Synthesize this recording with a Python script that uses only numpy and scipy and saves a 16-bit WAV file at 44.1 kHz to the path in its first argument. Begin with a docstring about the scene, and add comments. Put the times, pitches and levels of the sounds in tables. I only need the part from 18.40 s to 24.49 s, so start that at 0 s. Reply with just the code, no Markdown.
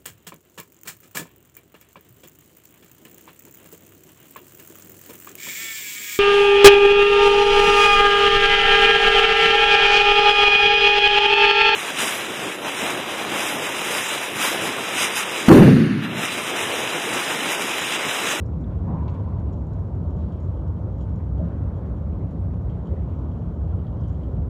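"""A deep rumble rolls from the start: rollers on their rail shake the deck of a large steel turntable
that turns slowly in a round hangar. Filtered, wavering noise makes the rumble and its grit.
Low thumps, a bright clack, broad washes and groans are short noise swells in a long echo of dying noise.
Small parts tick as struck modes, metal scrapes in dense grains and chirps thinly as it rubs.
The drive whines faintly as one wavering tone; a phone microphone adds steady hiss."""
import sys
import numpy as np
from scipy import signal
from scipy.fft import rfft, irfft, next_fast_len
from scipy.io import wavfile
from scipy.ndimage import uniform_filter1d

SR = 44100
rng = np.random.default_rng(int(sys.argv[2]) if len(sys.argv) > 2 else 0)


def field_ratio(decibels):
    """Amplitude ratio for a level in dB (20 dB per decade); scalars and array-likes work."""
    return 10 ** (np.asarray(decibels, dtype=float) / 20)


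def dump(signal):
    """Clip the signal to [-1, 1] and save it as 16-bit WAV at the path in sys.argv[1]."""
    limited = np.clip(np.atleast_2d(signal).T, -1, 1)
    pcm = np.round(limited * 32767).astype(np.int16)
    wavfile.write(sys.argv[1], SR, pcm)


N = 268569  # length of the scene in samples


def rms_one(x):
    """Scale to unit rms."""
    return x / np.sqrt(np.mean(x ** 2) + 1e-20)


def filtered(x, order, hz, kind="low"):
    """Butterworth filter with its corner or corners at hz."""
    return signal.sosfilt(signal.butter(order, hz, kind, fs=SR, output="sos"), x)


def drift(rate_hz):
    """Slow random wander with spread 1: noise at a fortieth of SR, twice through a one-pole low-pass."""
    r = np.exp(-80 * np.pi * rate_hz / SR)
    noise = rng.standard_normal(N // 40 + 2002)
    slow = signal.lfilter([1], [1, -2 * r, r * r], noise)[2000:]  # drop the filter's run-in
    return np.interp(np.arange(N) / 40, np.arange(len(slow)), rms_one(slow))


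def coloured_noise(spectrum, patchy_db, rate_hz):
    """Noise of the given spectrum whose overlapping half-octave bands each waver in level; rms 1."""
    size = next_fast_len(N)
    octave = np.log2(np.maximum(np.fft.rfftfreq(size, 1 / SR), 1))
    hz, level_db = np.transpose(spectrum)
    shape_db = np.interp(octave, np.log2(hz), level_db, -150, -150)
    bins = rfft(rng.standard_normal(size)) * field_ratio(shape_db)
    out = np.zeros(N)
    for centre in np.arange(np.floor(np.log2(hz[0])), np.log2(hz[-1]) + .5, .5):
        band = np.clip(1 - 2 * np.abs(octave - centre), 0, 1)
        out += irfft(bins * band, size)[:N] * field_ratio(patchy_db * drift(rate_hz))
    return rms_one(out)


def resonance(x, hz, width_hz):
    """Two-pole band-pass, gain 1 on top."""
    r = np.exp(-np.pi * width_hz / SR)
    poles = [1, -2 * r * np.cos(2 * np.pi * hz / SR), r * r]
    return signal.lfilter(np.array([1, 0, -1]) * (1 - r * r) / 2, poles, x)


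def ring(clicks, modes):
    """Every click strikes every decaying mode with a strength of its own."""
    contact_width_hz = 300  # a soft contact lets each mode build up over about a millisecond
    out = np.zeros(N)
    for hz, level_db, t60_s in modes:
        r, w = field_ratio(-60 / (t60_s * SR)), 2 * np.pi * hz / SR
        blows = clicks * field_ratio(level_db + 1.6 * rng.standard_normal(N)) + 1e-18
        mode = signal.lfilter([0, np.sin(w)], [1, -2 * r * np.cos(w), r * r], blows)
        out += resonance(mode, hz, contact_width_hz)
    return out


def swells(rows):
    """Each row is a short swell of steeply banded noise, its own flutter partly evened out."""
    out, size = np.zeros(N + SR), SR // 2
    t = np.arange(size) / SR
    for start_s, level_db, hz, width_hz, length_s in rows:
        band = rng.standard_normal(2 * size)
        for _ in range(4):
            band = resonance(band, hz, 2 * width_hz)
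        band = rms_one(band[size:])
        band = band / np.sqrt(.3 + uniform_filter1d(band ** 2, size=int(SR / width_hz)))
        rise = np.sin(np.pi / 2 * np.clip(t / length_s, 0, 1)) ** 2
        fall = np.exp(1 - t / length_s)
        out[round(start_s * SR):][:size] += field_ratio(level_db) * band * rise * fall
    return filtered(out[:N], 2, 12000)


def hall(x):
    """Diffuse echo: dying noise, the treble dying faster, after a short gap."""
    t60_s, treble_t60_s, split_hz, gap_s = 2.8, .3 * 2.8, 2500, .008
    t = np.arange(3 * SR) / SR
    tail = rng.standard_normal(len(t)) * (t > gap_s)
    low = filtered(tail, 1, split_hz)
    echo = low * field_ratio(-60 * t / t60_s) + (tail - low) * field_ratio(-60 * t / treble_t60_s)
    return signal.fftconvolve(x, echo / np.sqrt(np.sum(echo ** 2)))[:N]


def near_echoes(x):
    """Deck, aircraft and roof send back a scattered group of echoes soon after each tick."""
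    gap_s, bend_s = .007, .024
    t = np.arange(SR // 10) / SR
    # falls 300 dB per second, and 1000 dB per second after the bend
    window = (t > gap_s) * field_ratio(-np.maximum(t - bend_s, 0) * 700 - t * 300)
    scattered = rng.standard_normal(len(t)) * (rng.random(len(t)) < .08)
    echo = scattered * window
    return signal.fftconvolve(x, echo / np.sqrt(np.sum(echo ** 2)))[:N]


# Loudness of the drive gears: time_s, level_db (rms)
WHINE_LEVELS = [(0, -66), (1.1, -61.5), (2.5, -61), (4.2, -66), (6.09, -68)]


def whine():
    """The drive's gears give a thin sine tone that wavers a little in pitch."""
    pitch_hz = 894.5 + .6 * drift(1.2)
    time_s, level_db = np.transpose(WHINE_LEVELS)
    level = field_ratio(np.interp(np.arange(N) / SR, time_s, level_db))
    return level * np.sqrt(2) * np.sin(2 * np.pi * np.cumsum(pitch_hz) / SR)


# Thin chirps of rubbing metal: start_s, level_db, pitch_hz
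CHIRPS = [(3.995, -74.5, 8000), (5.603, -70.5, 5090), (5.603, -75.5, 6100), (5.678, -73, 6120),
          (5.678, -79, 7800), (5.678, -75.5, 9000), (5.722, -77, 6800)]


def chirps():
    """Rubbing metal sings briefly in narrow bands of noise."""
    width_hz, length_s = 300, .008
    return swells([(*row, width_hz, length_s) for row in CHIRPS])


# Upper modes of the small metal parts, rung by scrapes and ticks: pitch_hz, level_db, t60_s
HIGH_MODES = [(4050, -2, .02), (5450, -1, .021), (5750, -2, .019), (6680, -1, .019), (6950, -1, .019),
              (7260, -2, .018)]
# Gritty scrapes: start_s, level_db (before the envelope's shape), length_s
SCRAPES = [(0.057, -76, 0.022), (0.207, -79, 0.027), (0.629, -82, 0.012), (0.68, -82.5, 0.0055),
           (0.693, -78.5, 0.03), (0.739, -78, 0.024), (1.128, -78.5, .02), (1.267, -81, 0.012),
           (1.331, -79, 0.024), (1.998, -79.5, 0.032), (2.044, -82.5, .03), (2.28, -78, 0.008),
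           (2.616, -78.5, 0.022), (5.676, -78.5, 0.016)]


def scrapes():
    """Dense uneven grains rise fast and die away, heard bare and through the parts' upper modes."""
    grains_per_s, ring_over_bare_db = 5000, 1
    t, force = np.arange(N) / SR, np.zeros(N)
    for start_s, level_db, length_s in SCRAPES:
        age = np.maximum(t - start_s, 0) / length_s
        envelope = np.minimum(8 * age, 1) * np.exp(1 - age - age ** 2)
        force += field_ratio(level_db) * (t > start_s) * envelope
    grains = (rng.random(N) < grains_per_s / SR) * rng.standard_normal(N)
    bare = rms_one(filtered(grains, 3, [3500, 8000], "band"))
    rung = rms_one(ring(grains, HIGH_MODES))
    return force * rms_one(bare + field_ratio(ring_over_bare_db) * rung)


# Lower modes of the small metal parts: pitch_hz, level_db, t60_s
LOW_MODES = [(2930, -5, .03), (3080, -3, .03), (3190, -4, .03), (3260, -5, .03), (3370, -11, .02),
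             (3800, -12, .025), (4560, -14, .022)]
# Ticks of small parts: start_s, strike_db (on the lower modes), treble_db (upper strike over lower)
TICKS = [(.065, -78, -3), (0.1292, -69, -5), (.9964, -67.5, 0), (1.1265, -67.5, -4.5), (1.134, -62, -5),
         (1.332, -71, 1), (1.3593, -69.5, -3), (1.392, -69, 0.5), (1.552, -71, -1.5), (1.7063, -63.5, -4.5),
         (1.766, -59, -7), (1.8043, -62, -12), (1.921, -57, -11.5), (2, -64.5, -9.5), (2.03, -68.5, -1),
         (2.172, -61.5, -19), (2.272, -67, -12.5), (2.528, -66, -9), (2.581, -64.5, -4.5), (2.609, -54, -9),
         (2.692, -64.5, -7.5), (2.758, -66.5, 1), (2.9795, -58, -16.5), (3.0537, -71.5, 0),
         (3.3626, -63, -7), (3.459, -62, -15.5), (3.5638, -63.5, -12), (3.9092, -62, -6),
         (4.2971, -52.5, -15.5), (4.456, -61, -13), (4.47, -55, -15), (4.6283, -63, -14.5),
         (4.7182, -63.5, -11.5), (4.789, -61.5, -7), (4.9147, -58.5, -23), (5.225, -64, -22.5),
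         (5.312, -63, -30.5), (5.39, -60, -23), (5.42, -68, -19.5), (5.467, -53.5, -18.5),
         (5.5253, -64, -20), (5.594, -62, -18), (5.636, -55, -18), (5.694, -59, -7), (5.746, -60, -18),
         (5.8124, -61, -28), (5.833, -56, -17)]


def ticks():
    """Placed ticks and a fainter random chatter ring the same parts; soft contact spares the top treble."""
    chatter_per_s, chatter_db, chatter_treble_db = 60, -75, -10.5
    start_s, strike_db, treble_db = np.transpose(TICKS)
    low, high = np.zeros((2, N))
    at = np.round(start_s * SR).astype(int)
    low[at] = field_ratio(strike_db)
    high[at] = field_ratio(strike_db + treble_db)
    # the chatter crowds and thins slowly around its usual rate; a few of its clicks are stronger
    born = rng.random(N) < chatter_per_s * field_ratio(3.0 * drift(1.5)) / SR
    chatter = born * field_ratio(chatter_db + 2.5 * np.minimum(rng.exponential(1, N), 3))
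    rung = ring(low + chatter, LOW_MODES)
    rung += ring(high + field_ratio(chatter_treble_db) * chatter, HIGH_MODES)
    return filtered(rung, 4, [2400, 7900], "band")


# The frame groans in slips: start_s, level_db, pitch_hz, length_s
GROANS = [(0.463, -41, 987, 0.027), (.47, -41.5, 730, .04), (.48, -44.5, 960, 0.097),
          (0.542, -43, 887, .02), (0.596, -43, 946, 0.034), (0.652, -45, 910, 0.036),
          (0.722, -48.5, 966, 0.022), (0.769, -47, 910, 0.025), (0.861, -49.5, 993, 0.024),
          (0.961, -48.5, 940, 0.015)]


def groans():
    """Each slip of the frame is a swell of noise in one band."""
    width_hz = 155
    return swells([(start_s, db, hz, width_hz, length_s) for start_s, db, hz, length_s in GROANS])


# Low thumps, a bright clack near .68 s, a small tick at .241 s and broad washes:
# start_s, level_db, pitch_hz, width_hz, length_s
THUMPS_AND_CLACK = [(.241, -58.5, 3450, 300, 0.0037), (.465, -24.5, 163.5, 69.5, 0.035),
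                    (.47, -34.5, 262, 69.8, .03), (.5, -38.5, 460, 120, 0.017),
                    (.525, -24.5, 126.6, 59.6, 0.023), (.679, -52.5, 2475, 1172, 0.0028),
                    (.679, -59, 4210, 701, .003), (.679, -67, 5770, 903, 0.003),
                    (.681, -54.5, 2480, 1092, 0.0084), (.69, -65, 3980, 1510, 0.0087),
                    (.695, -73.5, 6920, 690, 0.012), (.745, -64, 2550, 894, 0.01),
                    (1.76, -70, 2830, 1780, 0.084), (2.91, -42, 334, 100, 0.0086),
                    (2.99, -34.5, 575, 75.1, 0.026), (3.0, -26, 151, 48.5, 0.042),
                    (3.0, -57.5, 1196, 398, 0.13), (3.135, -43, 575, 69.5, .012),
                    (4.48, -31.5, 159, 70, 0.027), (4.51, -31.5, 356, 110, 0.02),
                    (4.549, -61, 1850, 251, 0.023)]


def thumps_and_clack():
    """Thumps, clack, tick and washes are short swells of banded noise, some built of several bands."""
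    return swells(THUMPS_AND_CLACK)


# Spectrum of deck and rail, relative: pitch_hz, level_db (per Hz)
RUMBLE = [(18, -42), (30, -22.5), (58, 1), (72, 2.5), (84, 2), (98, 1.5), (118, -5), (136, -7.5), (152, -6),
          (173, -5.5), (197, -11.5), (240, -15.5), (282, -17), (312, -19), (454, -23.5), (553, -24.5),
          (680, -28.5), (832, -33.5), (1010, -34.5), (1500, -48), (1950, -79.5), (3300, -120)]
# Spectrum of the dirt under the rollers, relative: pitch_hz, level_db (per Hz)
GRIT = [(650, -24), (1100, -0.5), (1550, -5), (1800, -10), (2630, -17), (3120, -21), (3600, -23),
        (4940, -34), (6890, -33), (8000, -44.5), (10400, -72.5), (17600, -120)]
# Stretches of rail that alter the grit as they pass under the rollers: top_s, grit_rise_db
ROUGH_SPOTS = [(.1, 1.5), (.3, 2.5), (.5, 5.5), (.7, 1.5), (1.82, 2), (2.02, -0.5), (3.03, 4.5), (3.25, 1),
               (3.45, 1), (4.34, 1.8), (4.55, 2.9)]


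def rollers():
    """Rough rolling contact shakes the deck; finer grit sounds above it and swells on rough spots."""
    rumble_db, grit_db = -25, -63.5  # steady rolling, before the rough spots
    rise_s, fall_s = .05, .4  # quick onset, slow dying in the hall
    rumble_share, deck_mass_hz = .22, 120  # the rumble takes this share of the grit's rise in dB
    t, rise_db = np.arange(N) / SR, np.zeros(N)
    for top_s, top_db in ROUGH_SPOTS:
        age = t - top_s
        rise_db += top_db * np.exp(-np.where(age < 0, (age / rise_s) ** 2, age / fall_s))
    rumble = field_ratio(rumble_db) * coloured_noise(RUMBLE, patchy_db=1.22, rate_hz=6.0)
    # the heavy deck keeps its level at the bottom; only the part above it rises
    deck_filter = signal.butter(2, deck_mass_hz, fs=SR, output="sos")
    upper = rumble - signal.sosfiltfilt(deck_filter, rumble)
    rumble = rumble + (field_ratio(rumble_share * rise_db) - 1) * upper
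    grit = field_ratio(grit_db + rise_db) * coloured_noise(GRIT, patchy_db=2.5, rate_hz=22.0)
    return rumble + grit


def scene():
    """Everything in the hangar, heard from the floor."""
    heavy = thumps_and_clack() + groans()
    tick = ticks()
    rubbing = chirps() + scrapes()
    direct = rollers() + whine() + heavy + tick + rubbing
    late = hall(field_ratio(-7.5) * (heavy + tick + rubbing))
    return (direct + late + field_ratio(-4.5) * near_echoes(tick))[None]


def top_cut(x):
    """Nothing passes above the cut-off."""
    return signal.sosfilt(signal.butter(12, 15740, fs=SR, output="sos"), x)


# Spectrum of the microphone's hiss, relative: pitch_hz, level_db (per Hz)
HISS = [(2500, -18), (3800, 1.5), (5500, -2.5), (7200, -8), (8000, -6), (11000, -7.5), (15700, -13.5)]
# Notches of the microphone housing: pitch_hz, width_hz, depth (0-1)
NOTCHES = [(5000, 340, 0.3), (10470, 680, 0.5)]


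def record(dry):
    """Phone microphone: steady hiss, bass cut, housing notches, end fades and softly rounded peaks."""
    hiss_db, bass_cut_hz, fade_s, ceiling = -79, 45, .004, .4
    sound = dry + field_ratio(hiss_db) * coloured_noise(HISS, patchy_db=.2, rate_hz=4.0)
    sound = filtered(sound, 4, bass_cut_hz, "high")
    for hz, width_hz, depth in NOTCHES:
        sound = sound - depth * resonance(sound, hz, width_hz)
    from_end = np.minimum(np.arange(N), np.arange(N)[::-1])  # samples to the nearer end
    sound = sound * np.clip(from_end / (fade_s * SR), 0, 1)
    mix = ceiling * np.tanh(sound / ceiling)
    return top_cut(mix)


dry = scene()
out = record(dry)
dump(out)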